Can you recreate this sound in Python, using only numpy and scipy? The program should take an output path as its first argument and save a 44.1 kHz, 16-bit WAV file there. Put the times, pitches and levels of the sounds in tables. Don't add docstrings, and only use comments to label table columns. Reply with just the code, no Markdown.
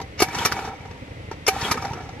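import sys
import numpy as np
from scipy import signal
from scipy.fft import rfft, irfft
from scipy.io import wavfile
from scipy.ndimage import uniform_filter1d

SR = 44100
rng = np.random.default_rng(int(sys.argv[2]) if len(sys.argv) > 2 else 0)


def ratio_of_db(decibels):
    return 10 ** (np.asarray(decibels, float) / 20)


def persist_wave(psi):
    counts = np.round(np.clip(psi, -1, 1) * 32767).astype(np.int16)
    wavfile.write(sys.argv[1], SR, np.atleast_2d(counts).T)


N = 97020

# time in seconds, ring level in dB,
# crack level in dB against the ring, pitch centre in Hz, chatter in seconds.
PAWL_SNAPS = [
    (0.178, -34, -5.5, 2300, 0.013),
    (0.191, -25.5, -1.5, 1600, 0.0052),
    (.200, -11, -8.5, 960, 0.0058),
    (.220, -6.5, -8, 1120, 0.0042),
    (1.466, -19.5, -3, 2300, 0.0017),
    (1.470, -18, -12, 2300, .004),
    (1.477, -10, -6.5, 1540, 0.0055),
    (1.483, -9, -7.5, 1180, 0.0033),
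    (.240, -29, -6.5, 2300, 0.0063),
]
# time in
# seconds, # ring level in dB, crack level in dB against the ring, pitch centre in Hz, chatter in seconds.
CLACKS = [(0.001, -21, -17, 900, 0.0021), (0.014, -23, -14, 513, 0.0039),
          (0.284, -20, -18.5, 760, 0.004), (0.327, -22.5, -23, 890, 0.0077),
          (0.347, -21.5, -6.5, 1000, 0.0048), (0.450, -12.5, -4.5, 1250, 0.0041),
          (.457, -7, -11.5, 1970, 0.00305), (0.482, -28, -12, 2400, 0.0021),
          (0.4654, -14.5, -12.5, 1230, 0.004), (0.516, -21.5, -10, 1180, 0.0035),
          (0.5215, -14.5, -8.5, 1770, 0.0017), (0.53, -26, -23, 1200, 0.00286),
          (0.385, -18.5, -10, 900, .0015), (0.567, -25, -37, 860, 0.00615),
          (0.647, -23.5, -16, 850, 0.0087), (0.674, -30, -45, 775, 0.01),
          (0.853, -31, -20, 775, 0.0044), (0.91, -31, -20, 756, 0.0036),
          (1.613, -42, 13.5, 1700, 0.0047), (1.711, -11.5, -12, 1700, 0.003),
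          (1.716, -10.5, -11, 1460, 0.0046), (1.741, -17.5, -17, 1340, 0.0043),
          (1.773, -18, -37, 1320, 0.0043), (1.823, -19, -19.5, 900, 0.0026),
          (1.849, -18, -17.5, 870, 0.0037), (1.877, -28, -38, 1360, 0.007),
          (1.933, -22, -15.5, 855, 0.0033), (2.004, -33, -18, 775, 0.0063),
          (1.313, -22.5, -17, 910, 0.0029),
    (1.322, -31.5, -18, 710, 0.011),
    (0.59, -16, -33, 1200, 0.0029),
    (1.974, -29, -32, 380, 0.005),
    (2.09, -31, -10, 690, 0.00288),
]
# time in seconds, level in dB, pitch in Hz, t60 in seconds.
TANK_HUMS = [
    (.202, -18, 424, 0.075),
    (.2205, 0.5, 370.5, 0.025),
    (.224, -12.5, 760, 0.088),
    (1.3125, -23, 400, 0.025),
    (1.4815, -9, 419, 0.049),
    (1.484, -17.5, 769, 0.22),
]
# time in seconds, level in dB,
# pitch in Hz, t60 in seconds.
PANEL_KNOCKS = [(0, -18.5, 943, 0.025), (.008, -30, 775, 0.15), (.284, -35, 1756, 0.077),
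                (.306, -31.5, 2300, .1), (.349, -21, 930, 0.056), (.565, -21.5, 806, 0.046),
                (.646, -25.5, 846, 0.043), (.673, -27, 775, 0.17), (.674, -29, 440, 0.12),
                (.733, -28.5, 790, 0.054), (.851, -34, 775, 0.12), (1.314, -26, 903, 0.044),
                (1.712, -15.5, 1252, 0.061), (1.773, -20.5, 1263, 0.055), (1.821, -22, 830, 0.031),
                (1.851, -23, 796, 0.053), (1.911, -28, 878, 0.071), (1.972, -33.5, 723, 0.18),
                (2.004, -31, 760, 0.051), (2.09, -27, 772, 0.037), (2.176, -35, 836, .05),
                (1.753, -22.5, 454, 0.046)]
# pitch in Hz, level in dB, t60 in seconds.
CUP_MODES = [(790, -27, 0.16), (956, 3, 0.024), (1248, 1.5, 0.027), (1577, -9, 0.099), (2243, 5.5, 0.056),
             (2820, -26, 0.069), (4500, -16, 0.015), (5800, -20, 0.015)]
# pitch in Hz, level in dB, t60 in seconds.
COVER_MODES = [(315, -9.5, 0.038), (454, -1, 0.027), (773, -10.5, 0.068), (940, -7.5, 0.12),
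               (1142, -6.5, 0.074), (1288, -4, 0.027), (1570, -2.5, 0.0099), (1758, -15, 0.064),
               (2300, -5, 0.049), (4000, -26, 0.032), (4930, 0, 0.028), (5700, -12, 0.036)]
# frequency in Hz, density in dB per Hz.
CRACK_SPECTRUM = [(880, -27.5), (1500, -11), (2280, -7), (3430, -16), (5680, -11.5), (8500, -25),
                  (11300, -17), (14000, -26), (15300, -69)]

# time in seconds, level in dB.
SPIN_LEVELS = [
    [(.23, -30.5), (.27, -37.5), (.31, -34.5), (.39, -31.5), (.43, -31.5), (.50, -34.5), (.58, -34),
     (.68, -35.5), (.76, -45)],
    [(1.50, -35.5), (1.55, -33.5), (1.59, -33), (1.65, -31), (1.70, -32), (1.76, -35.5), (1.86, -35.5),
     (2.0, -38.5), (2.2, -52.5)],
]
# pitch in Hz, width in Hz, level in dB.
BODY_MODES = [(253, 70, -5.5), (439, 127, -2.5), (790, 77, 2), (939, 37, -2), (1093, 240, -12),
              (1314, 130, -2), (1700, 48, -5), (1900, 120, -17.5), (2273, 140, -8.5), (3870, 450, -21.5),
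              (5700, 990, -13.5)]
# frequency in Hz, density in dB per Hz.
SCRAPE_SPECTRUM = [(120, -37), (200, -2), (594, -8), (952, -2.5), (2630, -9), (3270, -13), (3520, -12.5),
                   (14000, -31.5), (15300, -65)]
# time in seconds, level in dB, pitch in Hz, length in seconds, width in Hz.
SQUEALS = [
    (0.391, -27, 3320, 0.0056, 70),
    (.457, -26, 5780, 0.0072, 300),
    (0.463, -31, 5240, 0.0031, 400),
    (0.524, -19, 1610, 0.0029, 300),
    (1.468, -23.5, 5500, 0.002, 500),
    (1.651, -29.5, 3275, 0.012, 70),
    (1.716, -24.5, 5300, 0.0036, 800),
    (0.218, -25.5, 4730, 0.0059, 500),
]
# time in seconds, level in dB.
EXHAUST_PUFFS = [
    (0.362, -21),
    (0.451, -22),
    (0.533, -22),
    (0.641, -26),
    (0.802, -23.5),
    (1.624, -21),
    (1.709, -17.5),
    (1.788, -22),
    (1.907, -18),
    (2.032, -26),
]

# time in seconds, level in dB.
FAR_FIRINGS = [(0.008, -41), (0.038, -32.5), (0.097, -37), (0.133, -36), (0.18, -37), (0.224, -37),
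               (0.271, -36), (0.332, -43), (0.399, -33), (0.608, -37), (0.686, -35), (0.759, -36),
               (0.851, -34), (0.903, -37.5), (0.953, -35), (1.023, -30), (1.079, -37.5), (1.112, -30.5),
               (1.163, -38), (1.199, -33), (1.239, -34), (1.28, -32), (1.333, -35), (1.376, -42),
               (1.415, -39), (1.481, -44), (1.534, -33), (1.572, -35), (1.752, -38), (1.825, -34.5),
               (1.871, -31.5), (1.955, -31.5), (2.006, -36.5), (2.06, -40), (2.132, -34), (2.166, -33.5),
               (2.196, -34)]
# pitch in Hz, width in Hz, level in dB.
FAR_PIPE = [(100, 62, -3.5), (168.4, 79, -4), (302, 92, -5.5), (476, 190, -5), (775, 210, -37),
            (2045, 180, -13.5)]
# frequency in Hz, density in dB per Hz.
HUSH_SPECTRUM = [(150, 1.5), (250, -9), (405, -7), (498, -7), (820, -13.5), (1500, -20), (2110, -16),
                 (12400, -48), (15300, -55)]

# frequency in Hz, lead in radians.
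PORT_LEAD = [(0, 0), (2150, 0.1), (2410, 0.7), (3270, -0.3), (6120, 3.1), (7670, 0.2), (8270, 8.2),
             (8870, 9.8), (10200, 21.4), (10400, 21.8), (11500, 27.4), (12500, 26.2), (13500, 18.6),
             (15000, 19.3)]
# frequency in Hz, left minus right in dB.
PORT_TILT = [(60, -3.5), (130, 1.5), (290, -1), (640, 1), (1400, -2), (3080, 2), (6760, 12), (14800, 0)]
# frequency in Hz, level in dB.
ECHO_SPECTRUM = [(200, -58), (1000, -10), (3000, 1), (12000, 2)]

EARLY = 0.35
CUP_FOCUS_DB, COVER_FOCUS_DB = 5.5, 4.5
DETUNE = 0.03
DULL_DB = 0.9
COAST_DB_PER_S = -38
TICKS_PER_S, TICK_SPREAD_DB = 2500, 0.5
WANDER_DB, WANDER_S = 3.2, 0.02
SCRAPE_DB, SCRAPE_LAW = 3, 3.5
PUFF_S = 0.0094
FAR_LAG_S = 0.00037
PUSH_HZ, PUSH_S, PUSH_DB = 87.4, 0.0062, -0.5
RETURN_S, RETURN_WIDE_S, RETURN_DB = 0.00952, 0.0014, -2.5
BURST_S, BURST_DB, IDLE_DB = 0.0094, -8, -13.5
HUSH_DB = -40.5
ECHO_T60 = 0.054
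LOW_CUT_HZ, EDGE_HZ = 60.6, 14350


def peak(x):
    return x / abs(x).max()


def evened(x):
    return x / np.sqrt(np.mean(x ** 2) + 1e-20)


def read(points, hz):
    f, value = np.transpose(points)
    return np.interp(np.log(hz + 1), np.log(f + 1), value)


def add(mix, s, sound):
    part = mix[round(s * SR):][:len(sound)]
    part += sound[:len(part)]


def colour(x, points):
    hz = np.fft.rfftfreq(x.shape[-1], 1 / SR)
    return irfft(rfft(x) * ratio_of_db(read(points, hz)), x.shape[-1])


def ring(x, hz, width):
    r = np.exp(-np.pi * width / SR)
    return signal.lfilter([1], [1, -r * np.exp(2j * np.pi * hz / SR)], x).imag


def hit(modes, focus_db, db, crack_db, centre_hz, chatter):
    t = np.arange(6000) / SR
    u = t / chatter
    contact_noise, crack_noise = rng.standard_normal((2, 6000))
    shape = u ** 2.5 * np.exp(-2.6 * u)
    drive = shape * contact_noise * abs(contact_noise)

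    metal = np.zeros(len(t))
    for hz, mode_db, t60 in modes:
        hz = hz * (1 + DETUNE * rng.standard_normal())
        near = mode_db - focus_db * np.log2(hz / centre_hz) ** 2
        metal += ratio_of_db(near) * peak(ring(drive, hz, 3.0 / t60))

    softness = [(6500, 0), (9000, DULL_DB * (db + 10))]
    tail = 0.0069 * np.exp(-t / 0.031) * np.minimum(u, 1)
    crack = colour(colour(crack_noise, CRACK_SPECTRUM), softness) * (shape + tail)
    return ratio_of_db(db) * (0.85 * peak(metal) + ratio_of_db(crack_db + 6.0) * peak(crack))


def hum(db, hz, t60):
    t = np.arange(12000) / SR
    beat = np.sin(2 * np.pi * hz * t) + 0.3 * np.sin(2 * np.pi * (hz + 24) * t)
    return ratio_of_db(db - 60 * t / t60) * np.minimum(t / 0.0032, 1) * beat


def strikes():
    out = np.zeros(N)
    for s, *blow in PAWL_SNAPS:
        add(out, s - EARLY * blow[-1], hit(CUP_MODES, CUP_FOCUS_DB, *blow))
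    for s, *blow in CLACKS:
        add(out, max(s - EARLY * blow[-1], 0), hit(COVER_MODES, COVER_FOCUS_DB, *blow))
    for s, *knock in TANK_HUMS + PANEL_KNOCKS:
        add(out, s, hum(*knock))
    return out


def spin_level():
    t, level = np.arange(N) / SR, np.zeros(N)
    for pull in SPIN_LEVELS:
        s, db = np.transpose(pull)
        coast = COAST_DB_PER_S * np.maximum(t - s[-1], 0)
        level += ratio_of_db(np.interp(t, s, db, left=-99) + coast)
    return level


def loose_parts():
    heights = ratio_of_db(TICK_SPREAD_DB * np.minimum(rng.exponential(1, N), 3))
    ticks = heights * (rng.random(N) < TICKS_PER_S / SR)
    part = rng.integers(0, len(BODY_MODES), N)
    drift = rng.standard_normal((len(BODY_MODES), N // 100 + 1))
    drift = evened(uniform_filter1d(drift, round(WANDER_S * SR / 100)))
    wander = np.repeat(ratio_of_db(WANDER_DB * drift), 100, axis=1)[:, :N]
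    body = np.zeros(N)
    for k, (hz, width, db) in enumerate(BODY_MODES):
        own_ticks = ticks * wander[k] * (part == k)
        body += ratio_of_db(db) * np.sqrt(width) * ring(own_ticks, hz, 0.58 * width)
    return evened(body)


def scrape():
    lumps = ratio_of_db(0.4 * evened(uniform_filter1d(rng.standard_normal(N), 250)))
    return evened(colour(lumps * rng.standard_normal(N), SCRAPE_SPECTRUM))


def squeals():
    t, out = np.arange(N) / SR, np.zeros(N)
    for s, db, hz, length, width in SQUEALS:
        swell = np.exp(-((t - s) / length) ** 2)
        out += ratio_of_db(db) * swell * evened(ring(rng.standard_normal(N), hz, width))
    return out


def rattle():
    level = spin_level()
    speed = level / level.max()
    rubbing = ratio_of_db(SCRAPE_DB) * scrape() * speed ** (SCRAPE_LAW - 1)
    return level * (loose_parts() + rubbing) + squeals()


def puffs():
    out = np.zeros(N)
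    u = np.arange(0, 2 * PUFF_S, 1 / SR) / PUFF_S
    cycle = -np.sin(2 * np.pi * u) * 2.73 * u * np.exp(-2.2 * u ** 2)
    for s, db in EXHAUST_PUFFS:
        add(out, s, ratio_of_db(db) * cycle)
    return out


def ports(x):
    hz = np.fft.rfftfreq(N, 1 / SR)
    lead = np.interp(hz, *np.transpose(PORT_LEAD))
    turn = ratio_of_db(read(PORT_TILT, hz) / 2) * np.exp(0.5j * lead)
    direct = irfft(rfft(x) * np.array([turn, 1 / turn]), N)
    t = np.arange(6000) / SR
    taps = rng.standard_normal((2, 6000)) * ratio_of_db(-60 * t / ECHO_T60) * (t > 0.001)
    taps = taps / np.linalg.norm(taps[0])
    echo = signal.fftconvolve(colour(x, ECHO_SPECTRUM)[None], taps, axes=1)[:, :N]
    return direct + echo


def far_pipe(gate):
    noise = rng.standard_normal(N)
    out = np.zeros(N)
    for hz, width, db in FAR_PIPE:
        out += ratio_of_db(db) * evened(ring(ring(noise, hz, width), hz, 2.34 * width))
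    return gate * out


def far_engine():
    t, push = np.arange(N) / SR, np.zeros(N)
    gate = ratio_of_db(IDLE_DB - 31.5) * np.ones(N)
    for s, db in FAR_FIRINGS:
        since = t - s
        soft = np.cos(2 * np.pi * PUSH_HZ * since) * np.exp(-(since / PUSH_S) ** 2)
        back = (since - RETURN_S) / RETURN_WIDE_S
        sharp = (1 - back ** 2) * np.exp(-back ** 2 / 2)
        push -= ratio_of_db(db + PUSH_DB) * (soft + ratio_of_db(RETURN_DB) * sharp)
        gate += ratio_of_db(db + BURST_DB) * np.exp(-((since - RETURN_S / 2) / BURST_S) ** 4)
    shared = push + far_pipe(gate)
    right_only = 0.2 * far_pipe(gate)
    return np.array([np.roll(shared, round(FAR_LAG_S * SR)), shared + right_only])


def hush():
    shared, *own = colour(rng.standard_normal((3, N)), HUSH_SPECTRUM)
    own = colour(np.array(own), [(100, -20), (600, -6), (1200, 3), (4000, 6)])
    both = np.array([np.roll(shared, round(FAR_LAG_S * SR)), shared])
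    return ratio_of_db(HUSH_DB - 1.5) * evened(both + own)


def scene():
    return ports(strikes()) + ports(rattle() + puffs()) + far_engine() + hush()


def roll_off(x):
    return signal.sosfilt(signal.butter(12, 15450, fs=SR, output="sos"), x)


def record(dry):
    soft = 0.9 * np.tanh(dry / 0.9)
    low_cut = signal.butter(2, LOW_CUT_HZ, "high", fs=SR, output="sos")
    edge = signal.butter(8, EDGE_HZ, fs=SR, output="sos")
    mix = signal.sosfilt(edge, signal.sosfilt(low_cut, soft))
    return roll_off(mix)


dry = scene()
out = record(dry)
persist_wave(out)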